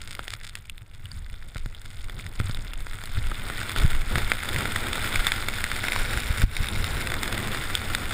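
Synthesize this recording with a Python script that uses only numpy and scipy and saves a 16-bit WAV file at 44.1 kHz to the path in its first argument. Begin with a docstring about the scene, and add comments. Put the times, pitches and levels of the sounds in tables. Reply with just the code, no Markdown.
"""Powder skiing, camera in a sealed plastic housing.

Flying snow patters on the housing as a fine hiss with harder clumps, thicker as the speed builds.
Each impact rings the wall's modes; in one hard turn the snow comes mostly from the side.
Wind rumbles round the case, gusts buffet it, and bumps in the slope thump through the mount."""
import sys
import numpy as np
from scipy import signal
from scipy.fft import rfft, irfft, next_fast_len
from scipy.io import wavfile
from scipy.ndimage import uniform_filter1d

SR = 44100
rng = np.random.default_rng(int(sys.argv[2]) if len(sys.argv) > 2 else 0)


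def generate_wav(sig):
    """Save sig (samples, or channels by samples) to the path in sys.argv[1] as 16-bit PCM at SR."""
    pcm = np.round(np.clip(np.atleast_2d(sig).T, -1, 1) * 32767).astype(np.int16)
    wavfile.write(sys.argv[1], SR, pcm)


N = 358533
TIME = np.arange(N) / SR


def from_db(db):
    """Decibels to gain."""
    return 10 ** (np.asarray(db) / 20)


def unit_rms(x):
    """Scale to rms 1."""
    return x / np.sqrt(np.mean(x ** 2) + 1e-20)


def steady(x, span_s):
    """Hold the running rms near 1."""
    return x / np.sqrt(np.abs(uniform_filter1d(x ** 2, int(span_s * SR))) + 1e-12)


def curve(rows):
    """Breakpoints interpolated to every sample."""
    return np.interp(TIME, *np.transpose(rows))


def swell(t, hold_s, attack_s, release_s):
    """Trapezoid: reach 1 at t, hold, fall to 0."""
    return np.interp(TIME, [t - attack_s, t, t + hold_s, t + hold_s + release_s], [0, 1, 1, 0])


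def butter(x, hz, kind, order=2):
    """Causal low-, high- or band-pass."""
    return signal.sosfilt(signal.butter(order, np.clip(hz, 5, .45 * SR), kind, fs=SR, output="sos"), x)


def bell(hz, width_hz, db):
    """Peaking biquad; a dip if db is negative."""
    g = from_db(db / 2)
    w = np.tan(np.pi * width_hz / SR)
    c = -2 * np.cos(2 * np.pi * hz / SR)
    return np.array([1 + w * g, c, 1 - w * g, 1 + w / g, c, 1 - w / g]) / (1 + w / g)


def drift(per_s):
    """Random wander, rms 1."""
    steps = rng.standard_normal(8192)
    return unit_rms(np.interp(TIME * per_s, np.arange(len(steps)), steps))


def noise(spectrum):
    """Coloured noise, rms 1."""
    hz, db = np.transpose(spectrum)
    size = next_fast_len(N)
    bins_hz = np.maximum(np.fft.rfftfreq(size, 1 / SR), 1)
    gain = from_db(np.interp(np.log(bins_hz), np.log(hz), db, left=-120, right=-120))
    return unit_rms(irfft(rfft(rng.standard_normal(size)) * gain, size)[:N])


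def grains(per_s, spread_db, cap):
    """Random impacts, many small and a few large."""
    sizes = from_db(spread_db * np.minimum(rng.exponential(1, N), cap))
    return sizes * rng.choice([-1, 1], N) * (rng.random(N) < per_s / SR)


# Hiss spectrum: f/Hz, density/dB
HISS_SPECTRUM = [(100, -32), (700, -2), (2000, -6), (6000, -21.5), (15500, -15)]

def mic_hiss(level_db=-70):
    """The microphone's own noise."""
    return from_db(level_db) * noise(HISS_SPECTRUM)


# Skis dig in; skis go light: t/s, hold/s, spray/dB, rush/dB, rumble/dB
SKI_PLOUGHS = [(.1, .1, -0.5, 4.5, 1), (1.04, 0.16, 4, -2, 8), (2.184, .07, 2.5, 2.5, 7),
               (2.397, 0.095, 7, -5, 11), (3.144, .08, 1, 0.5, 9.5), (3.775, 0.05, 3, 8.5, 8),
               (4.116, 0.099, 3.5, 5.5, 7.5), (4.547, 0.064, 0.5, 1.5, 8), (5.86, 0.084, 1.5, 1, -2.5),
               (6.384, 0.036, 5.5, 6, 12), (6.604, 0.37, 1.5, 0, 5), (7.3, .25, -1, 2, -1.5)]
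SKI_LIFTS = [(1.72, 0.023, -1, -2, -4), (2.67, 0.064, 1, 1.5, -12), (3.89, 0.11, -1, 0.5, 2),
             (4.36, 0.062, -2.5, -11, -3.5), (6.447, 0.021, -12.5, -17, 2.5)]

def ski_gains_db():
    """Spray, rush and rumble shift as the skis plough into deeper snow or go light."""
    gains_db = np.zeros((3, N))
    for rows, attack_s, release_s in (SKI_PLOUGHS, 0.011, 0.068), (SKI_LIFTS, 0.0085, 0.07):
        for t, hold_s, *db in rows:
            gains_db += np.outer(db, swell(t, hold_s, attack_s, release_s))
    return gains_db


# Bumps: t/s, level/dB
SLOPE_BUMPS = [(1.558, -26), (1.66, -23.5), (2.401, -16.5), (2.418, -24), (2.457, -34), (2.497, -18.5),
               (2.588, -24.5), (3.184, -22), (4.158, -14), (4.177, -18), (4.562, -35)]
# Mount modes: f/Hz, level/dB, t60/s
MOUNT_MODES = [(68, -15.5, 0.032), (112, 3.5, 0.052), (208, -7.5, 0.032)]

def jolts(gain_db=-3):
    """Bumps under the skis set the mount ringing."""
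    out = np.zeros(N)
    for t, db in SLOPE_BUMPS:
        start = int(t * SR)
        age = TIME[:min(SR // 4, N - start)]
        for hz, mode_db, t60_s in MOUNT_MODES:
            decay = from_db(gain_db + db + mode_db - 60 * age / t60_s)
            out[start:start + len(age)] -= decay * np.sin(2 * np.pi * hz * age)
    return out


# Long gusts: t/s, hold/s, gain/dB
LONG_GUSTS = [(1.208, 0.18, 7.5), (1.58, 0.073, 10), (1.968, 0.076, 10), (2.393, 0.54, 7.5),
              (3.146, 0.059, 17.5), (3.294, 0.031, 13.5), (3.79, 0.23, 16.5), (4.13, .12, 10),
              (5.303, 0.37, 2.5), (6.01, 0.04, 10.5), (6.25, 0.054, 10.5)]
# Airflow, following the skier's speed: t/s, level/dB
AIR_LEVEL = [(0.0, -56), (0.7, -64), (1.65, -59.5), (2.56, -50), (2.94, -53.5), (3.55, -43), (4.01, -46),
             (4.5, -40), (4.71, -37.5), (5.64, -43), (6.05, -38.5), (6.43, -46.5), (6.63, -43),
             (6.75, -38.5), (7.4, -38.5), (8.13, -39.5)]
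# Wind spectra: f/Hz, density/dB
BUFFET_SPECTRUM = [(10, -1), (20, -6.5), (32, -16.5), (55, -23), (75, -28), (130, -77)]
RUMBLE_SPECTRUM = [(35, 2.5), (65, -2), (98, 3.5), (125, -6), (160, -13), (230, -23.5), (450, -47)]
RUSH_SPECTRUM = [(100, 5.5), (180, -4), (212, 4.5), (250, -1.5), (350, -2.5), (550, -7.5), (900, -9.5),
                 (1600, -15.5), (4000, -46)]

def wind(rush_gain_db, rumble_gain_db, buffet_db=-33.5, rumble_db=-37.5, full_speed_db=-41.5):
    """Large eddies buffet the case, smaller ones rumble in the mount, the finest rush past."""
    air_db = curve(AIR_LEVEL)
    speed_db = air_db - full_speed_db
    gust_db = sum(db * swell(t, hold_s, attack_s=0.039, release_s=0.11) for t, hold_s, db in LONG_GUSTS)
    # low wind grows more slowly with speed than the rush
    buffet = from_db(buffet_db + 0.38 * speed_db + gust_db) * steady(noise(BUFFET_SPECTRUM), 0.24)
    eddies = noise(RUMBLE_SPECTRUM) * from_db(3 * drift(40))
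    rumble = from_db(rumble_db + 0.45 * speed_db + rumble_gain_db) * steady(eddies, 0.15)
    rush = from_db(air_db + rush_gain_db + 1.75 * drift(35)) * noise(RUSH_SPECTRUM)
    return buffet + rumble + rush


# Short gusts: t/s, level/dB, rise/s, fall/s, suction lead/s
SHORT_GUSTS = [(3.831, -14, 0.0024, 0.004, 0.022), (3.85, -1, 0.002, 0.0017, 0.00011),
               (5.199, -10.5, 0.005, 0.0082, .005), (6.174, -13.5, 0.0026, 0.0029, -0.0066),
               (6.306, -11, 0.0021, 0.0017, 0.021), (6.44, -4.5, .0012, 0.0068, 0.0013),
               (6.608, -15, 0.0019, .007, 0.0089), (6.804, -13.5, 0.0039, 0.0041, 0.019)]

def slaps(suction_stretch=2.5):
    """A gust slaps the case: one pressure bump with a wider, shallow suction beside it."""
    out = np.zeros(N)
    for t, db, rise_s, fall_s, lead_s in SHORT_GUSTS:
        near = np.abs(TIME - t) < .1
        age = TIME[near] - t
        bump = np.exp(-(age / np.where(age < 0, rise_s, fall_s)) ** 2 / 2)
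        suction_s = suction_stretch * (rise_s + fall_s)
        suction = np.exp(-2 * ((age + lead_s) / suction_s) ** 2) / suction_stretch
        out[near] += from_db(db) * (bump - suction)
    return out


# Housing peaks and dips, struck from front or side: f/Hz, width/Hz, gain/dB
FRONT_MODES = [(1410, 440, 10.5), (2113, 740, 9.5), (3545, 480, 9.5), (5020, 290, 4), (6020, 515, -17.5),
               (6900, 720, 4.5), (8420, 390, 11), (10110, 1720, 13.5), (11840, 3080, -17),
               (14080, 2420, 18)]
SIDE_MODES = [(1490, 460, 9), (2170, 670, 9.5), (3700, 310, 10), (5240, 370, 4.5), (6250, 800, -10),
              (7220, 300, 8.5), (8780, 280, 12.5), (10480, 390, 13), (12030, 850, -3), (14590, 1500, 13)]

def housing(force, modes=FRONT_MODES, wall_hz=2500):
    """The plastic wall dulls the top and rings briefly in its modes."""
    dulled = butter(force + 1e-18, wall_hz, "low", order=1)
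    return signal.sosfilt([bell(*mode) for mode in modes], dulled)


def side_share():
    """Share of the snow that comes from the side in the hard turn."""
    return 0.79 * swell(t=5.83, hold_s=1.2, attack_s=0.013, release_s=0.013)


# Thin sheets of powder: t/s, hold/s, level/dB
POWDER_SHEETS = [(0.018, .11, -46), (0.303, 0.037, -39.5), (0.425, 0.069, -48.5), (0.934, 0.031, -57.5),
                 (1.12, 0.064, -61), (1.27, .025, -59), (1.545, 0.077, -52), (1.855, 0.14, -52),
                 (2.02, 0.034, -55), (2.204, 0.089, -54)]

def swishes(band_hz=(3900, 8100)):
    """Fine powder is all tiny grains, so it excites mainly the upper modes."""
    level = sum(from_db(db) * swell(t, hold_s, attack_s=0.013, release_s=0.011)
                for t, hold_s, db in POWDER_SHEETS)
    force = butter(grains(per_s=2500, spread_db=9, cap=5.3), band_hz, "band", order=1)
    return level * unit_rms(housing(force))


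def dust(flurry_db=1.16, puff_s=0.0023, puff_weight=0.67):
    """Countless crystals; loose flakes burst on the wall in sudden, decaying puffs."""
    bursts = np.abs(grains(per_s=70, spread_db=2, cap=1.7)) + 1e-18
    puffs = signal.lfilter([1], [1, -np.exp(-1 / (puff_s * SR))], bursts)
    envelope = np.sqrt(1 + puff_weight * unit_rms(puffs) ** 2) * from_db(flurry_db * drift(30))
    return unit_rms(grains(per_s=16000, spread_db=3.5, cap=5.3) * envelope)


def crumbs(per_s, fineness, bunching_db=2.5, knee_hz=4200, bands=16):
    """Crumbs come in bunches; size sets contact time and so pitch, finer snow ringing higher."""
    out = np.zeros(N)
    band_per_s = per_s / bands * from_db(bunching_db * drift(25))
    for hz in np.geomspace(950, 13000, bands):
        # hits are strongest at the knee; lower ones fade steeply, higher ones gently
        strength = min(hz / knee_hz, 1) ** fineness / hz ** 0.42
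        hits = grains(band_per_s, spread_db=4, cap=2.2) * strength + 1e-18
        out += butter(hits, [hz / 1.3, hz * 1.3], "band") + 0.15 * hits
    return steady(out, 0.22)


# Spray thickness: t/s, level/dB
SPRAY_LEVEL = [(0.0, -48), (0.25, -46.5), (0.84, -59), (1.27, -53), (1.61, -52.5), (2.62, -45.5),
               (2.74, -47), (3.55, -38), (3.67, -35), (4.03, -38), (4.57, -34), (5.21, -31.5),
               (5.48, -34.5), (6.11, -34.5), (6.47, -39.5), (6.86, -37.5), (7.58, -33), (8.13, -36)]
# Texture by thickness: level/dB, graininess/0-1, crumb rate/(1/s), fineness (slope exponent)
SPRAY_TEXTURE = [(-45, 0.74, 210, 2.1), (-45.5, 0.62, 260, 1.36), (-34, 0.25, 360, 1.65)]

def spray(snow_db, dust_db=2.5, crumb_db=-1, gain_db=1.5):
    """Dust and crumbs strike the housing from the front, and from the side in the turn."""
    thickness_db = curve(SPRAY_LEVEL)
    points_db, *columns = np.transpose(SPRAY_TEXTURE)
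    graininess, per_s, fineness = [np.interp(thickness_db, points_db, column) for column in columns]
    fine = from_db(dust_db) * np.sqrt(1 - graininess) * dust()
    coarse = from_db(crumb_db) * np.sqrt(graininess) * crumbs(per_s, fineness)
    force = butter(fine + coarse, 440, "high", order=1)
    side = side_share()
    shell = np.sqrt(1 - side) * housing(force) + np.sqrt(side) * housing(force, SIDE_MODES)
    return from_db(snow_db + gain_db) * shell


def small_clumps(snow_db, per_s=11, mean_db=-24.5, spread_db=3, low_hz=1430, high_hz=4100, tries=200):
    """Random rows like BIG_CLUMPS; they stand out most from a thin spray."""
    level_db = mean_db + 0.82 * (snow_db - snow_db.mean())
    rows = []
    for when, size, pitch, chance in rng.random((tries, 4)):
        if chance < per_s * N / SR / tries:
            db = level_db[int(when * N)] + spread_db * (2 * size - 1)
            hz = low_hz * (high_hz / low_hz) ** pitch
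            rows.append((when * N / SR, db, hz, 5, 0))
    return rows


# Big snow clumps: t/s, level/dB, ring f/Hz, ring boost/dB, thud boost/dB
BIG_CLUMPS = [(0.15, -19.5, 2050, 6, -12), (0.192, -15.5, 1340, 5, 8), (0.2794, -15.5, 3620, 16.5, 10),
              (0.335, -21, 1360, -2, 1), (0.5528, -17.5, 1950, 5, -9), (0.6964, -19, 2770, 17, -27),
              (0.7788, -28.5, 1420, -11, -18), (1.0547, -28, 2880, 15, -7), (1.1153, -26.5, 4700, 19, 6),
              (1.5583, -23.5, 1380, 10, 19), (1.5673, -23, 2140, 9, 5), (1.659, -25.5, 1830, 4, -4),
              (1.7473, -30, 3330, 16, -2), (2.096, -24, 1410, 7, 1), (2.1958, -26.5, 2220, 13, 7),
              (2.2642, -23.5, 1320, 5, -20), (2.3995, -14, 1270, 1, 6), (2.4945, -22, 3580, 8, 13),
              (2.546, -20, 3920, 13.5, 11), (2.7338, -20.5, 2740, 12.5, 3), (2.867, -22.5, 1390, -2, 6),
              (3.037, -20.5, 2000, -4, 5), (3.056, -22, 3970, 5, -2), (3.2685, -21, 3400, 9, 8),
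              (3.3163, -21, 1300, 16, 26), (3.4993, -15.5, 1960, 9, 12), (3.7161, -15, 1990, -14, -6),
              (3.761, -12, 1410, 3, 9), (3.784, -12.5, 3480, 13, 5), (4.1555, -8.5, 1360, 10.5, 3),
              (4.1817, -11, 2180, 5, 10), (4.317, -3.5, 2090, 14, 9), (4.4327, -18, 1960, 3, -3),
              (4.4892, -14.5, 3680, 9, 1), (4.561, -12.5, 2110, 12, 0), (4.6543, -13, 1380, 7, 9),
              (4.7595, -11, 1970, 9, 3), (4.9307, -10, 3500, 12, 4), (5.1574, -8, 2300, 9, -6),
              (5.2674, -3, 3500, 9.5, 7.5), (5.3185, -6, 1850, 6, -2), (5.4843, -10, 2160, 9, 2),
              (5.64, -7, 2110, 7.5, -8), (5.7152, -10.5, 1990, 1, -2), (5.8389, -12.5, 2140, 15, 14),
              (5.883, -9.5, 2230, 13.5, 10), (5.9198, -10.5, 2260, 9, 2), (5.9607, -9.5, 980, 19.5, -1),
              (6.566, -14, 2290, 5, -7), (6.6853, -12.5, 3550, 11.5, 2), (6.8421, -11.5, 1430, -8, -13),
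              (7.0711, -14.5, 1420, 6, -8), (7.1191, -13.5, 1420, 11.5, 10), (7.2313, -10.5, 1520, 0, -11),
              (7.3256, -12, 1430, -3, -11), (7.277, -15, 3500, 5, 9), (7.7511, -6, 3260, 7.5, -10),
              (7.9486, -5, 2060, 8.5, -4)]

def clumps(snow_db, crumble_s=0.0015, delay_s=0.001066, gain_db=0.5, samples=2048):
    """A clump lands with one push and crumbles; soft ones thud, icy ones crack."""
    out = np.zeros(N + 2 * samples)
    side = side_share()
    rows = list(BIG_CLUMPS) + small_clumps(snow_db)
    debris = rng.standard_normal((200, samples))
    for (t, db, hz, ring_db, thud_db), bits in zip(rows, debris):
        force = 0.22 * butter(bits, 2300, "high", order=1) * np.exp(-TIME[:samples] / crumble_s)
        force[0] += 1  # the push
        force = butter(force, 6.6 * hz, "low", order=1)  # low-ringing clumps touch for longer
        crack_db = 1 + 7 * np.log2(hz / 2000)  # high-ringing clumps are icy
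        colour = [bell(hz, 0.24 * hz, ring_db), bell(370, 1020, thud_db), bell(8000, 9700, crack_db)]
        modes = SIDE_MODES if side[int(t * SR)] > .5 else FRONT_MODES
        hit = butter(housing(signal.sosfilt(colour, force), modes), 87, "high")
        start = int((t + delay_s) * SR)
        out[start:start + samples] += from_db(db + gain_db) * hit / np.abs(hit).max()
    return out[:N]


def scene():
    """Everything reaches one microphone inside the housing."""
    spray_gain_db, rush_gain_db, rumble_gain_db = ski_gains_db()
    snow_db = curve(SPRAY_LEVEL) + spray_gain_db
    snow = spray(snow_db) + swishes() + clumps(snow_db)
    air = wind(rush_gain_db, rumble_gain_db) + slaps()
    return (mic_hiss() + jolts() + air + snow)[None]


def record(dry, cutoff_hz=15500):
    """Steep elliptic low-pass."""
    return signal.sosfilt(signal.ellip(10, .1, 80, cutoff_hz, fs=SR, output="sos"), dry)


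dry = scene()
out = record(dry)
generate_wav(out)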